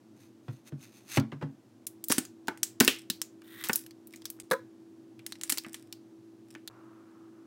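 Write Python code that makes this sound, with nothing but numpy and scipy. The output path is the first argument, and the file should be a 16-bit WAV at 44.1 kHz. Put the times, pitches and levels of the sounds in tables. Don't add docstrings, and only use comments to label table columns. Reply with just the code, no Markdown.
import sys
import numpy as np
from scipy import signal
from scipy.fft import rfft, irfft
from scipy.io import wavfile
from scipy.ndimage import uniform_filter1d

SR = 44100
rng = np.random.default_rng(int(sys.argv[2]) if len(sys.argv) > 2 else 0)


def generate_wav(signal):
    frames = np.transpose(np.atleast_2d(signal))
    scaled = np.clip(frames, -1, 1) * 32767
    pcm = np.round(scaled).astype(np.int16)
    wavfile.write(sys.argv[1], SR, pcm)


N = 328986
TIME = np.arange(N) / SR
RING_TIME = TIME[:SR // 2]

# (frequency [Hz], level [dB])
KNOCK_COLOUR = [(30, -36), (100, -16), (350, 12), (700, 0), (1400, -1), (2500, -12), (5000, -24),
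                (16000, -44)]


def amp(db):
    return 10 ** (np.asarray(db) / 20)


def unit(x):
    return x / np.sqrt(np.mean(x ** 2) + 1e-30)


def read(points, hz):
    f, value = np.transpose(points)
    return np.interp(np.log(hz + 1), np.log(f), value)


def level(curve):
    s, db = np.transpose(curve)
    gain = amp(np.interp(TIME, s, db, left=-140, right=-140))
    return uniform_filter1d(gain, 128)


def add(mix, s, sound):
    part = mix[max(round(s * SR), 0):][:len(sound)]
    part += sound[:len(part)]


def colour(x, points, size=4096):
    gain = amp(read(points, np.fft.rfftfreq(size, 1 / SR)))
    cepstrum = irfft(np.log(gain))
    cepstrum[1:size // 2] *= 2
    cepstrum[size // 2:] = 0
    response = irfft(np.exp(rfft(cepstrum)))
    return signal.oaconvolve(x, response)[:len(x)]


def resonate(x, hz, width_hz):
    b, a = signal.iirpeak(min(hz, SR / 2 - 1), hz / width_hz, SR)
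    return signal.lfilter(b, a, x)


def burst(decay_s):
    x = rng.standard_normal(len(RING_TIME)) * np.exp(-RING_TIME / max(decay_s, 1 / SR))
    return x / np.linalg.norm(x)


def struck(x, size=220):
    return x / np.sqrt(uniform_filter1d(x ** 2, size).max())


def ring(modes):
    return sum(amp(db - 60 * RING_TIME / t60) * np.sin(2 * np.pi * hz * RING_TIME) for hz, db, t60 in modes)


def kitchen(x, size=256):
    # (frequency [Hz], time to fall 60 dB [s])
    echo_t60 = [(150, 0.24), (500, 0.2), (2500, 0.25), (4000, 0.23), (6000, 0.23), (10000, 0.18),
                (16000, 0.19)]
    hz, t, z = signal.stft(rng.standard_normal(len(RING_TIME)), SR, nperseg=size)
    fade = amp(-60 * t / read(echo_t60, hz)[:, None])
    tail = signal.istft(z * fade, SR, nperseg=size)[1][:len(RING_TIME)]
    tail *= 1 - np.exp(-(RING_TIME / 0.0027) ** 2)
    return signal.fftconvolve(x, tail / np.linalg.norm(tail))[:len(x)]


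def grains(per_s, spread_db):
    sizes = amp(spread_db * np.minimum(rng.exponential(1, N), 4)) * rng.standard_normal(N)
    return sizes * (rng.random(N) < per_s / SR)


def flutter(rate_hz, depth_db):
    lowpass = signal.butter(2, rate_hz, fs=SR, output="sos")
    slow = signal.sosfilt(lowpass, rng.standard_normal(N))
    return amp(depth_db * unit(slow))


def room_air(upper_db=-69.5):
    # (frequency [Hz], level [dB])
    air_colour = [(15, -88), (25, -61.5), (76, -45.5), (89, -37.5), (108, -13.5), (130, -14.5),
                  (145, -33.5), (217, -13), (293, -14.5), (326, -11.5), (405, -25.5), (677, -30.5),
                  (2220, -44), (6210, -46.5), (16000, -57)]
    air = colour(rng.standard_normal(N), air_colour)
    upper = signal.sosfilt(signal.butter(6, 500, "high", fs=SR, output="sos"), air)
    return amp(upper_db) * air / upper.std()


def appliance_hum(louder_from_s=1.86, early_db=-10.0):
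    # (frequency [Hz], rms level once louder [dB], width of the wander [Hz])
    tones = [(121, -74, 12), (328.8, -55, 1), (384.4, -68, 6.7)]
    hum = np.zeros(N)
    for hz, db, width_hz in tones:
        drift = np.cumsum(rng.standard_normal(N)) * np.sqrt(abs(width_hz) / SR)
        hum += amp(db) * np.sqrt(2) * np.sin(2 * np.pi * hz * TIME + drift)
    return hum * np.where(TIME > louder_from_s, 1, amp(early_db))


def thumb_rub(lid_db=3, lid_opens_s=1.17):
    # (middle [s], level [dB], half length [s])
    pushes = [(0.223, -65, 0.057), (0.528, -67, .07), (0.678, -54, 0.017), (0.843, -55, .04),
              (0.974, -61.5, 0.053), (1.179, -36, 0.063)]
    # (frequency [Hz], level [dB])
    rub_colour = [(350, -48), (600, -10.5), (2570, 2), (3080, -5), (3680, -1), (5190, -4.5), (6370, -5.5),
                  (10500, -7), (13600, -7), (16000, -13.5)]
    # (frequency [Hz], width [Hz], level before lid_db is added [dB])
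    lid_modes = [(2600, 210, -14), (3700, 99, -11), (4300, 160, -8), (6300, 210, 6.5), (9070, 210, -2.5)]
    push = sum(amp(db) * np.exp(-((TIME - s) / half_s) ** 2) for s, db, half_s in pushes)
    push = push * (TIME < lid_opens_s)
    slips = colour(grains(3000, 0.72), rub_colour)
    lid = sum(amp(lid_db + db) * resonate(slips, hz, width_hz) for hz, width_hz, db in lid_modes)
    return unit(slips + lid) * push * flutter(120, 0.39)


def bumps(rise_s=0.014, thud_t60=0.13, thud_db=1, knock_db=-1, room_db=-10, boom_db=-9):
    # (time [s], thud level [dB], thud frequency [Hz], knock level [dB], counter level against thud [dB])
    bump_table = [(0.481, -29, 131.2, -42, -22), (0.72, -32.5, 140, -44.5, -13),
                  (1.171, -13.5, 135, -21, -6), (1.322, -35, 145.5, -39, -10), (1.412, -43, 167, -42, 13),
                  (1.422, -30, 145.7, -34, -11)]
    # (frequency [Hz], level [dB], time to fall 60 dB [s])
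    counter_modes = [(121.3, 1, 0.16), (224.6, -6, 0.27), (271.7, 0, 0.18), (321, -5.5, 0.11),
                     (615, -16.5, 0.078), (1013, -22, 0.07)]
    out = np.zeros(N)
    for s, db, hz, hard_db, counter_db in bump_table:
        thud = ring([(hz, 0, thud_t60)]) + amp(counter_db) * ring(counter_modes)
        thud = thud * (1 - np.exp(-(RING_TIME / rise_s) ** 2))
        thud = amp(db + thud_db) * thud / abs(thud).max()
        knock = amp(hard_db + knock_db) * struck(colour(burst(.011), KNOCK_COLOUR))
        echo = kitchen(amp(room_db) * knock + amp(boom_db) * thud)
        add(out, s + 0.00093, thud + knock + echo)
    return out


def snap_colour(level_db, tilt_db, ring_hz, hump_db=5, hump_octaves=0.54, trim_db=-1.5, size=60):
    # (frequency [Hz], level [dB])
    shell_colour = [(40, -32.5), (200, -14), (750, -2), (1900, 7.5), (4400, 7.5), (8000, 6.5), (13000, 3.5)]
    pivot_hz, tilt_from_hz = 6440, 1600
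    hz = np.geomspace(40, 16000, size)
    tilt = tilt_db * np.log2(np.maximum(hz, tilt_from_hz) / pivot_hz)
    hump = hump_db * np.exp(-(np.log2(hz / ring_hz) / hump_octaves) ** 2)
    return np.column_stack([hz, level_db + trim_db + read(shell_colour, hz) + tilt + hump])


def snaps(shell_db=-4, shell_s=0.0046, ring_db=4, ring_width_hz=700, lag_s=.0001,
          echo_db=1, echo_ring_db=-1, count=4):
    # (time [s], level [dB],
    # brightness [dB per octave], panel frequency [Hz], crack decay [s], echo level against snap [dB])
    snap_table = [(1.1723, -31.5, -3.5, 2160, 0.0089, -25), (1.1986, -41.5, -1, 4050, 0.0013, -20),
                  (1.319, -62, -10.5, 2120, 0.0024, -17), (1.8682, -38, 5, 9600, .006, -16.5),
                  (2.0407, -39, 7.5, 8300, .002, -15), (2.0849, -38, 7.5, 12100, 0.0012, -14.5),
                  (2.1, -35.5, 4, 5500, .003, 5), (2.1167, -26, -1, 9300, 0.0038, -23),
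                  (2.1222, -20.5, -1, 9200, 0.0027, -13), (2.1824, -25, 0.5, 8300, 0.0044, -14.5),
                  (2.2517, -46, 0.5, 6400, 0.0016, -11.5), (2.4727, -51.5, -1, 5170, .002, -12.5),
                  (2.4826, -33, -3, 1570, .0015, -20), (2.5747, -53, -2.5, 8600, 0.0013, -12),
                  (2.6315, -23.5, 2.5, 7170, 0.0015, -14), (2.802, -19, 5.5, 4360, 0.0039, -9.5),
                  (2.8066, -17, 0.5, 2065, 0.0021, -13.5), (2.8484, -29, 8, 5530, 0.002, -36),
                  (2.878, -15, -0.5, 2800, .0012, -10), (3.1008, -26.5, 2.5, 3960, 0.0037, -14.5),
                  (3.2169, -29, 2, 6560, 0.00044, -17.5), (3.419, -58.5, -4, 1695, 0.0022, -21.5),
                  (3.639, -36.5, -2.5, 12500, 0.0031, 0), (3.6706, -45, -4.5, 6200, .002, -14),
                  (3.6876, -41, 12, 7500, .002, -7.5), (3.696, -38.5, -9, 1946, .003, -35),
                  (3.732, -28.5, 7.5, 5210, 0.0044, -14), (3.758, -25, 6.5, 10450, 0.0011, -15.5),
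                  (3.864, -49.5, -1.5, 12550, 0.0029, -17), (3.909, -55, -1.5, 4490, 0.0021, -19),
                  (4.072, -55.5, 7, 12800, 0.003, -15.5), (4.137, -51.5, -1.5, 2104, 0.0047, -12),
                  (4.16, -52.5, 3, 6550, 0.0016, -11), (4.22, -57, -5, 5000, .002, -22),
                  (4.2549, -36.5, 2, 4840, 0.0051, -16.5), (4.302, -40.5, 4.5, 11720, 0.0024, -16.5),
                  (4.4, -45, -1, 8200, .002, -12), (4.503, -58.5, -1, 9970, .0012, -14.5),
                  (5.193, -59.5, -4.5, 2760, 0.0045, -12.5), (5.265, -36.5, 0.5, 9000, .0013, -16),
                  (5.323, -39, -1, 4476, 0.00073, -21.5), (5.355, -57.5, -6.5, 4130, .003, -17),
                  (5.413, -42, -2, 8560, 0.00057, -14), (5.4353, -35, 0, 8360, 0.00068, -11.5),
                  (5.496, -31, 0.5, 10100, 0.0014, -3.5), (5.5, -26, 2.5, 8660, 0.00099, -11.5),
                  (5.523, -26.5, 0.5, 8700, 0.0029, -16.5), (5.574, -37.5, -2.5, 7470, 0.0033, -19.5),
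                  (5.5826, -31, 2, 4630, .002, -16.5), (5.6473, -56.5, -10.5, 2080, 0.0022, -9),
                  (5.7315, -49, 4, 8900, 0.00091, -19), (5.744, -40.5, -3, 9200, 0.0038, -12.5),
                  (5.9263, -41.5, 1.5, 4160, 0.0021, -16.5), (6.505, -64, -3, 7460, 0.0022, -18),
                  (6.551, -54.5, -7.5, 2480, 0.00084, -14.5), (6.6763, -40.5, 0.5, 3786, 0.0038, -40)]
    out = np.zeros(N)
    for s, level_db, tilt_db, ring_hz, crack_s, room_db in snap_table:
        shape = snap_colour(level_db, tilt_db, ring_hz)
        crack = burst(crack_s)
        crack[0] += 1
        shell = burst(shell_s) * (1 - np.exp(-RING_TIME / 0.00081))
        modes_hz = ring_hz * rng.uniform(0.59, 1.4, count)
        panel = resonate(shell, ring_hz, ring_width_hz)
        panel = panel + sum(resonate(shell, hz, 250) for hz in modes_hz)
        snap = crack + amp(shell_db) * (shell + amp(ring_db) * panel)
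        add(snap, rng.uniform(.0003, .0009), -.35 * snap)
        snap = colour(struck(snap), shape)
        radiated = colour(signal.unit_impulse(len(snap)), shape)
        radiated = radiated + amp(echo_ring_db) * resonate(radiated, ring_hz * 1.08, 750)
        echo = kitchen(radiated) * np.linalg.norm(snap) / np.linalg.norm(radiated)
        add(out, s + lag_s, snap + amp(room_db + echo_db) * echo)
    return out


def wall_creases(attack_s=.008, settle_db=-17, trim_db=-1, room_db=-10.5):
    # (time of peak [s], length of settling [s], level [dB])
    squeezes = [(2.093, 0.15, -46), (2.81, 0.21, -38.5), (3.632, 0.21, -45), (4.107, .3, -63),
                (5.256, 0.16, -57.5), (5.477, 0.4, -53), (6.493, 0.11, -58.5)]
    # (frequency [Hz], level [dB])
    crease_colour = [(300, -17.5), (1000, -10), (2200, 5), (3300, -5), (5200, 2.5), (6800, -5.5), (9000, 1),
                     (12000, -5.5), (16000, -15)]
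    grip = sum(level([(s - attack_s, db - 14), (s, db), (s + length_s, db + settle_db)])
               for s, length_s, db in squeezes)
    ticks = signal.oaconvolve(grains(120, 2.5), burst(0.0014))[:N]
    crease = unit(colour(ticks, crease_colour)) * grip * amp(trim_db)
    return crease + amp(room_db) * kitchen(crease)


def buckles(clack_db=-2, thump_db=2, thump_t60=0.034, room_db=-10, knock_db=3):
    # (time [s], thump level [dB], thump frequency [Hz], clack level [dB])
    buckle_table = [(2.101, -13.5, 264, -28.5), (2.18, -13.5, 257, -31.5), (2.4812, -22.5, 276, -25),
                    (2.807, -5.5, 248, -17.5), (2.877, -15, 270, -21), (3.099, -25.5, 220, -52),
                    (3.695, -17.5, 243, -24), (4.388, -42.5, 285.5, -55), (5.521, -30, 284, -41),
                    (5.664, -33.5, 241, -45), (6.558, -34, 318, -48)]
    # (frequency [Hz], level [dB], time to fall 60 dB [s])
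    wall_modes = [(545, -12, 0.054), (908.5, -5.5, 0.05), (1350, -6.5, 0.017), (1508.5, 4, .035),
                  (1579, -3, 0.057), (1766, -2, 0.091), (2186, -15.5, .16), (2358, -14, 0.11),
                  (2720, -17, .1)]
    out = np.zeros(N)
    for s, db, hz, wall_db in buckle_table:
        thump = ring([(hz, db + thump_db, thump_t60)]) * (1 - np.exp(-(RING_TIME / 0.0027) ** 2))
        knock = struck(colour(burst(0.0065), KNOCK_COLOUR))
        clack = struck(struck(ring(wall_modes)) + amp(knock_db) * knock)
        pop = thump + amp(wall_db + clack_db) * clack
        add(out, s + .001, pop + amp(room_db) * kitchen(pop))
    return out


def nozzle_air(whistle_hz=1880, width_hz=260, whistle_db=-2, upper_hz=3650, upper_db=-11, hiss_db=-3):
    # (time [s], level [dB])
    airflow = [(3.43, -81), (3.44, -62), (3.518, -52.5), (3.572, -51), (3.608, -46), (3.632, -46.5)]
    # (frequency [Hz], level [dB])
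    hiss_colour = [(410, -64), (700, -35), (738, -16), (910, -25), (984, -15), (1620, -7), (1820, -11.5),
                   (2490, -15), (3550, -10.5), (4730, -24), (7290, -23), (9600, -15.5), (10500, -22),
                   (13700, -13), (16000, -15)]
    flow = level(airflow)
    hiss = unit(colour(grains(4000, 0.89), hiss_colour)) * flow
    whistle = resonate(resonate(grains(1300, 1.5), whistle_hz, width_hz), whistle_hz, 700)
    whistle = unit(whistle) * flow ** 2 / flow.max()
    upper = unit(resonate(grains(1200, 1.4), upper_hz, width_hz)) * flow
    air = amp(hiss_db) * hiss + amp(whistle_db) * whistle + amp(upper_db) * upper
    return air * flutter(120, 0.77)


def splutter(spray_s=0.0079, flap_db=-5, room_db=-17, sag=0.075, sag_s=0.006, low_hz=300, count=5):
    # (time [s], level [dB], flaps per second [Hz], first spray's level against the spit [dB])
    spits = [(4.515, -22.5, 490, 1), (4.5327, -27, 515, -24.5)]
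    # (frequency [Hz], level [dB], time to fall 60 dB [s])
    nozzle_modes = [(474, -3, 0.13), (547, 5.5, 0.1), (714, -11, 0.087), (1014, -5, 0.14), (1284, 0, 0.093),
                    (1430, -5, 0.04), (1527, 1, .05), (1730, 10, 0.026)]
    # (frequency [Hz], level [dB])
    spray_colour = [(40, -58), (200, 3), (500, 1), (1500, -0.5), (2700, -19), (3800, -8), (5000, -13.5),
                    (11000, -16.5), (16000, -19)]
    gliding = RING_TIME - sag * sag_s * (1 - np.exp(-RING_TIME / sag_s))
    cavity = sum(amp(db - 60 * RING_TIME / t60) * np.cos(2 * np.pi * hz * gliding)
                 for hz, db, t60 in nozzle_modes)
    cavity = signal.sosfilt(signal.butter(2, [low_hz, 2300], "band", fs=SR, output="sos"), cavity)
    out = np.zeros(N)
    for s, db, flap_hz, spray_db in spits:
        flaps = np.zeros(len(RING_TIME))
        for k in range(count):
            add(flaps, (k + rng.uniform(0, 0.18)) / flap_hz, amp([-1.5 * k]))
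        hollow = struck(signal.fftconvolve(flaps, cavity)[:len(flaps)])
        wet_flaps = struck(colour(flaps, spray_colour))
        add(out, s, amp(db) * (hollow + amp(flap_db) * wet_flaps))
        spray = struck(colour(burst(spray_s), spray_colour))
        add(out, s - .003, amp(db + spray_db) * spray)
    return out + amp(room_db) * kitchen(out)


def smear(start_s=6.7, start_db=-61.5, fade_db_per_s=-12.5):
    # (frequency [Hz], level [dB])
    smear_colour = [(290, -22), (500, -6), (868, -3.5), (998, -0.5), (1280, 1.5), (1950, -13.5),
                    (2960, -20), (3200, -35), (4160, -63), (7040, -120)]
    stroke = amp(start_db + fade_db_per_s * (TIME - start_s)) * (TIME > start_s)
    return unit(colour(grains(5000, 1.1), smear_colour)) * stroke


def scene():
    room = room_air() + appliance_hum()
    bottle = thumb_rub() + bumps() + snaps() + wall_creases() + buckles()
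    sauce = nozzle_air() + splutter() + smear()
    return (room + bottle + sauce)[None]


def record(dry, ceiling=0.95, low_cut_hz=70, top_hz=16100):
    # (start [s], end [s])
    dips = [(1.858, 1.864), (4.425, 4.432), (6.692, 6.698)]
    rounded = ceiling * np.tanh(dry / ceiling)
    heard = signal.sosfilt(signal.butter(2, low_cut_hz, "high", fs=SR, output="sos"), rounded)
    gain = 1 - sum((TIME > start) & (TIME < end) for start, end in dips) * .97
    treble_cut = signal.firwin(255, top_hz, window=("kaiser", 9), fs=SR)
    return signal.oaconvolve(heard * uniform_filter1d(gain, 32), treble_cut[None], "same")


dry = scene()
out = record(dry)
generate_wav(out)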